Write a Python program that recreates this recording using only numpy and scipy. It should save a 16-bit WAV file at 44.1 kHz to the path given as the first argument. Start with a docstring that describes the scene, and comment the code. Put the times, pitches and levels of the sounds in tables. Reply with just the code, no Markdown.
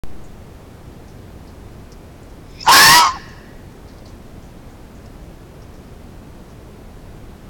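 """A microphone wakes with a soft thump into the low, steady rush of a wood at night; dry leaves crackle.
At about 2.6 s a nearby fox wheezes and squeaks twice through its tightening throat, then barks once:
its vocal folds swing at two pitches that beat, while turbulent air rasps in throat and mouth.
The bark overloads the microphone and sinks to a whimper. The trees scatter back a short echo,
and the fox trots off over the leaves."""
import sys
import numpy as np
from scipy import signal
from scipy.fft import rfft, irfft
from scipy.io import wavfile

SR = 44100
rng = np.random.default_rng(int(sys.argv[2]) if len(sys.argv) > 2 else 0)


def pcm_store(signal):
    """Save signal as 16-bit PCM."""
    levels = np.round(np.clip(np.atleast_2d(signal), -1, 1) * 32767)
    wavfile.write(sys.argv[1], SR, levels.astype(np.int16).T)


N = 330309
TIME = np.arange(N) / SR

# spectral density of the background: frequency_hz, relative_db
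NIGHT_SPECTRUM = [(8.8, -27), (15, -0.5), (66, -0.5), (97, -3.5), (196, -7), (280, -10), (354, -11),
                  (568, -16.5), (741, -18.5), (939, -22), (2970, -33.5), (5060, -37), (8120, -40.5),
                  (15500, -44.5), (17500, -46)]
# reverberation of the wood: frequency_hz, level_db, t60_s
WOOD_ECHO = [(496, -52.5, .9), (1000, -41, 1.5), (1800, -34.5, 1.7), (2900, -33, 0.95), (5000, -34.5, 0.97),
             (8000, -37, 0.77), (14000, -63.5, 0.305)]
# paws and twigs in the leaves: start_s, relative_db, centre_hz, decay_s
LEAF_TOUCHES = [(0.239, -47, 7000, 0.034), (1.081, -47, 5460, 0.035), (1.475, -44.5, 4730, 0.03),
                (1.798, -54, 5500, .012), (1.92, -37, 5200, 0.013), (2.231, -46, 7350, 0.008),
                (2.299, -48, 5700, .012), (2.338, -53, 5700, .012), (2.506, -48, 6800, .015),
                (3.287, -46, 6300, .03), (3.704, -53, 5530, 0.067), (3.878, -45, 4650, 0.058),
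                (3.932, -52, 4700, 0.032), (3.983, -43.5, 4800, 0.012), (4.056, -40, 4260, .03),
                (4.079, -47, 6030, .03), (4.424, -50, 6000, 0.054), (4.70, -53.5, 6500, 0.055),
                (4.948, -51, 6500, .04), (5.059, -43.5, 5300, 0.014), (5.22, -55, 6500, 0.055),
                (5.62, -45, 5500, 0.017), (5.74, -50, 5500, .04), (6.49, -52.5, 5500, .05)]
# resonances of the tightened throat: centre_hz, width_hz, relative_db
WHEEZE_RESONANCES = [(2320, 360, -4.5), (3630, 820, -10), (5200, 550, -4)]
# squeaks on top of the wheeze: centre_s, level_db, length_s
SQUEAK_PULSES = [(2.612, -32, 0.011), (2.631, -22.5, 0.0042)]
# resonances of the barking throat: centre_hz, width_hz, relative_db
THROAT_FORMANTS = [(1020, 510, 1), (1350, 290, -4.5)]
# resonances of the open mouth: centre_hz, width_hz, relative_db
MOUTH_FORMANTS = [(1710, 570, -2.5), (2256, 150, -4), (2790, 630, -5.5), (3480, 210, -12), (4456, 930, -2),
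                  (5250, 570, 0.5), (6620, 560, -12.5)]
# resonances of air hissing through the mouth: centre_hz, width_hz, relative_db
HISS_RESONANCES = [(4600, 500, -4), (5640, 430, -1.5), (7000, 1300, -2.5)]
# how raggedly the folds swing: time_s, roughness (0 to 1)
FOLD_ROUGHNESS = [(2.675, 0.93), (2.71, .7), (2.735, 0.88), (2.79, .8), (2.865, .45), (2.98, .25),
                  (3.02, 0.5), (3.07, .6), (3.12, 0.34)]
# lower voice, rich in harmonics: time_s, pitch_hz
LOW_VOICE_PITCH = [(2.725, 800), (2.82, 862), (2.865, 919), (2.895, 920), (2.96, 970), (3.02, 955),
                   (3.08, 910)]
# upper voice, nearly a pure tone: time_s, pitch_hz
HIGH_VOICE_PITCH = [(2.675, 950), (2.686, 886), (2.72, 1047), (2.82, 1111), (2.881, 1055), (2.93, 1100),
                    (3.06, 1085), (3.115, 1038), (3.145, 1108)]
# the upper voice gives way to the lower: start_s, end_s, gain_db
HIGH_VOICE_BREAKS = [(2.861, 2.88, -23), (2.937, 3.03, -15.5)]
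# noise bands of a breaking leaf and of a squeak's hiss: centre_hz, width_hz, relative_db
SNAP_BAND, SPIT_BAND = (6800, 8000, 0), (5900, 1800, 0)

LOW_JOINS_S, LOW_LEAVES_S, HIGH_JOINS_S, FLAP_JOINS_S, SWITCH_S = 2.722, 3.092, 2.677, 2.936, 0.022
TREMBLE_HZ = 170   # bandwidth of the folds' fast irregularity


def from_db(db):
    """Decibels to an amplitude ratio."""
    return 10 ** (np.asarray(db) / 20)


def rms_one(x):
    """Normalisation to unit mean power."""
    return x / np.sqrt(np.mean(x ** 2) + 1e-20)


def in_time(rows):
    """Linear interpolation of a curve at every sample."""
    return np.interp(TIME, *np.transpose(rows))


def ramp(at_s, length_s):
    """A smooth step from 0 to 1, centred on a moment."""
    return (1 + np.tanh(2 * (TIME - at_s) / length_s)) / 2


def between(from_s, to_s, edge_s):
    """A soft-edged time window: one inside, zero outside."""
    return ramp(from_s, edge_s) * (1 - ramp(to_s, edge_s))


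def before(s):
    """Seconds left until a moment; zero after it."""
    return np.maximum(s - TIME, 0)


def after(s):
    """Seconds since a moment; zero before it."""
    return np.maximum(TIME - s, 0)


def drift(rate_hz):
    """Low-passed noise of unit rms: a smooth random fluctuation."""
    pole = np.exp(-2 * np.pi * rate_hz * 10 / SR)
    slow = signal.lfilter([1], [1, -2 * pole, pole * pole], rng.standard_normal(N // 10 + 2))
    return np.interp(np.arange(N) / 10, np.arange(len(slow)), rms_one(slow))


def cycle(hz, jitter, tremble_hz=TREMBLE_HZ, wobble_hz=25, wobble=.3):
    """Random frequency modulation: the phase of a tone that trembles fast and wobbles slowly."""
    deviation = jitter * (drift(tremble_hz) + wobble * drift(wobble_hz))
    return 2 * np.pi * np.cumsum(hz * (1 + deviation)) / SR


def resonate(x, hz, width_hz):
    """A damped resonator with unit gain at its peak."""
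    radius = np.exp(-np.pi * width_hz / SR)
    feedback = [1, -2 * radius * np.cos(2 * np.pi * hz / SR), radius ** 2]
    return signal.lfilter(np.array([1, 0, -1]) * (1 - radius ** 2) / 2, feedback, x)


def cavity(x, modes):
    """Parallel resonances, each applied twice for deep valleys; white noise keeps its power."""
    def ring(v):
        return sum(from_db(db) * resonate(resonate(v, hz, width), hz, width) for hz, width, db in modes)
    return ring(x + 1e-18) / np.linalg.norm(ring(signal.unit_impulse(SR // 10)))


def night(level_db=-37.5):
    """Stationary coloured noise: the dark rush of far air, with microphone hiss."""
    hz, db = np.transpose(NIGHT_SPECTRUM)
    bins_hz = np.maximum(np.fft.rfftfreq(N, 1 / SR), 1)
    colour = from_db(np.interp(np.log(bins_hz), np.log(hz), db))
    return from_db(level_db) * rms_one(irfft(rfft(rng.standard_normal(N)) * colour, N))


def wood_echo(call, build_s=0.015):
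    """Scattering by trunks and foliage: a tail that decays exponentially, each band at its own rate."""
    t = TIME[:2 * SR]
    hz, level_db, t60_s = np.transpose(WOOD_ECHO)
    edges_hz = np.geomspace(350, 16000, 12)
    response = 0
    for low, high in zip(edges_hz, edges_hz[1:]):
        log_centre = np.log(low * high) / 2
        life_s = np.interp(log_centre, np.log(hz), t60_s)
        gain = from_db(np.interp(log_centre, np.log(hz), level_db))
        band = signal.butter(2, [low, high], "band", fs=SR, output="sos")
        scatter = signal.sosfilt(band, rng.standard_normal(len(t)))
        fade = np.exp(-np.log(1000) * t / life_s) * (1 - np.exp(-t / build_s))
        response += gain * scatter * fade / np.linalg.norm(fade)
    return signal.fftconvolve(call, response)[:N]


def leaves(cracks_per_s=1400, spread_db=0.5, width_hz=1900, gain_db=-7.5, snap_db=17, snap_s=.002):
    """Brittle fracture: each touch gives one snap and a dying shower of tiny random cracks."""
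    out, t = np.zeros(N), TIME[:SR // 4]
    for start_s, db, hz, decay_s in LEAF_TOUCHES:
        cracks = (rng.random(len(t)) < cracks_per_s / SR) * rng.choice([-1, 1], len(t))
        cracks = cracks * from_db(spread_db * rng.standard_normal(len(t)))
        crunch = rms_one(cavity(cracks + (t == 0), [(hz, width_hz, 0)])) * np.exp(-t / decay_s)
        # the briefer the touch, the more of it is a bright snap
        snap_envelope = from_db(snap_db) * t / decay_s * np.exp(-t / snap_s)
        snap = snap_envelope * rms_one(cavity(rng.standard_normal(len(t)), [SNAP_BAND]))
        start = int(start_s * SR)
        out[start:start + len(t)] += from_db(db + gain_db) * (crunch + snap)
    return out


def wheeze_and_squeaks(top_s=2.62, rise_db_per_s=160, fall_db_per_s=400,
                       squeak_hz=5200, glide_hz_per_s=10000, glide_s=.04):
    """Flow through a constriction: the tightening throat wheezes and sounds two brief, rising tones."""
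    flow = from_db(-39.5 - rise_db_per_s * before(top_s) - fall_db_per_s * after(top_s))
    wheeze = flow * from_db(1.5 * drift(58)) * cavity(rng.standard_normal(N), WHEEZE_RESONANCES)
    pitch_hz = squeak_hz + glide_hz_per_s * np.clip(TIME - top_s, -glide_s, glide_s)
    phase = cycle(pitch_hz, jitter=.012, tremble_hz=400)
    pulses = sum(from_db(db) * between(s - length / 2, s + length / 2, edge_s=0.0024)
                 for s, db, length in SQUEAK_PULSES)
    # a weak tone an octave below rides on the same stream of air
    undertone = flow * from_db(-4) * between(top_s - glide_s, top_s + glide_s, glide_s)
    undertone *= np.sin(phase / 2)
    spit = from_db(-10) * cavity(rng.standard_normal(N), [SPIT_BAND])
    return wheeze + pulses * spit + np.sqrt(2) * (pulses * np.sin(phase) + undertone)


def breath(full_s=2.691, ease_s=2.967, stop_s=3.17, whimper_db=-30,
           attack_db_per_s=950.5, release_db_per_s=173, stop_db_per_s=1000):
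    """Driving pressure of one push of air: a fast attack, a hold at 1, a release to a whimper, a stop."""
    release_db = np.maximum(-release_db_per_s * after(ease_s), whimper_db)
    level_db = release_db - attack_db_per_s * before(full_s) - stop_db_per_s * after(stop_s)
    return from_db(np.maximum(level_db, -200))


def mouth_gain(hz):
    """Frequency response of the mouth: a sum of resonance peaks."""
    return sum(from_db(db) / (1 + (2 * (hz - centre) / width) ** 2)
               for centre, width, db in MOUTH_FORMANTS)


def harmonics(phase, pitch_hz, rough, offset=0, fray_rad=1.34):
    """Formant filtering: harmonics 3 to 7 weighted by the mouth, each frayed by phase noise."""
    return sum(mouth_gain(k * pitch_hz) * np.sin(k * phase + offset + fray_rad * rough * drift(129.5))
               for k in range(3, 8))


def turbulence(fold_phase, rough, mouth, chop=0.78, flutter_db=2.0):
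    """Flow noise, chopped by the folds, excites the resonances of throat and mouth: rasp and hiss."""
    air = rng.standard_normal(N) * (1 + chop * np.cos(fold_phase))
    air *= from_db(flutter_db * drift(TREMBLE_HZ))
    throat_rasp = from_db(-0.5 - 17 * (1 - rough)) * cavity(air, THROAT_FORMANTS)
    mouth_rasp = mouth * from_db(-6 * (1 - rough)) * cavity(air, MOUTH_FORMANTS)
    hiss = between(2.642, 3.11, edge_s=.04) * from_db(-36) * cavity(air, HISS_RESONANCES)
    return throat_rasp + mouth_rasp, hiss


def vocal_folds(rough, mouth, jitter=.028, high_jitter=.042, shimmer_db=4.5, sag_hz=335.5,
                flap_top_hz=355, flap_top_s=3.018, flap_hz_per_s=680):
    """Biphonation: the folds swing at two unrelated pitches, whose beating makes the voice hoarse."""
    low_hz = in_time(LOW_VOICE_PITCH)
    high_hz = in_time(HIGH_VOICE_PITCH) - sag_hz * ramp(3.162, 0.01145)   # sags as the air runs out
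    flap_hz = np.maximum(flap_top_hz - flap_hz_per_s * np.abs(TIME - flap_top_s), 0)
    low_phase = cycle(low_hz, jitter * rough, wobble_hz=44.97, wobble=.6)
    high_phase = cycle(high_hz, high_jitter * rough, wobble_hz=60.2, wobble=.5)
    flap_phase = cycle(flap_hz, jitter * rough)
    octave = mouth_gain(2 * low_hz) * np.sin(2 * low_phase + 0.77 * rough * drift(TREMBLE_HZ))
    # late in the bark a slower flapping of the folds puts a sideband above each harmonic
    sidebands = np.sin(low_phase + flap_phase) + from_db(-10) * np.sin(2 * low_phase + flap_phase)
    sidebands += from_db(-2) * np.sqrt(mouth) * harmonics(low_phase, low_hz, rough, flap_phase)
    sideband_db = -10 + 57 * (after(FLAP_JOINS_S) - after(LOW_LEAVES_S))
    # the upper voice's fifth harmonic falls on the strongest mouth resonance
    whistle = np.sin(high_phase) + from_db(-13) * mouth * np.sin(5 * high_phase)
    breaks_db = sum(db * between(start, end, SWITCH_S / 2) for start, end, db in HIGH_VOICE_BREAKS)
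    low_on = between(LOW_JOINS_S, LOW_LEAVES_S, SWITCH_S)
    parts = [(low_on, 1 - 11.5 * rough, np.sin(low_phase)),   # roughness weakens the fundamental
             (low_on * mouth ** 2, 4 - 33 * after(2.854), octave),   # thins as the voice steadies
             (low_on * mouth, -4.5, harmonics(low_phase, low_hz, rough)),
             (ramp(HIGH_JOINS_S, SWITCH_S), breaks_db - 0.5, whistle),
             (between(FLAP_JOINS_S, LOW_LEAVES_S, SWITCH_S), sideband_db, sidebands)]
    voice = sum(gate * from_db(db + shimmer_db * rough * drift(TREMBLE_HZ)) * wave
                for gate, db, wave in parts)
    return np.sqrt(2) * voice, low_phase


def bark(opens_s=2.716, shuts_s=3.0, muffle_db=-14.5):
    """Source and filter: breath drives voice and rasp; the mouth muffles their treble when half shut."""
    rough = in_time(FOLD_ROUGHNESS)
    mouth = from_db(muffle_db * (1 - between(opens_s, shuts_s, edge_s=0.036)))
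    voice, fold_phase = vocal_folds(rough, mouth)
    rasp, hiss = turbulence(fold_phase, rough, mouth)
    return breath() * (voice + rasp) + hiss


def scene(fox_top_hz=7300):
    """Superposition of the low-passed fox, its echo, the leaves and the night."""
    lowpass = signal.butter(10, fox_top_hz, fs=SR, output="sos")
    fox = signal.sosfilt(lowpass, bark() + wheeze_and_squeaks())
    return (fox + wood_echo(fox) + leaves() + night())[None]


def record(dry, rail=0.49, wake_s=.0362, bias=0.12, settle_s=0.12, cutoff_hz=17400):
    """Transient and saturation: the input thumps as its bias settles; the bark clips at the rails."""
    awake = (TIME >= wake_s) * (dry - bias * np.exp(-(TIME - wake_s) / settle_s))
    drive = signal.resample_poly(awake, 3, 1, axis=1) / rail   # oversampling limits aliasing
    saturated = drive / (1 + np.abs(drive) ** 6) ** (1 / 6)
    clipped = rail * signal.resample_poly(saturated, 1, 3, axis=1)
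    steep_lowpass = signal.firwin(255, cutoff_hz, fs=SR, window=("kaiser", 8))
    return signal.fftconvolve(clipped, steep_lowpass[None], mode="same")


dry = scene()
out = record(dry)
pcm_store(out)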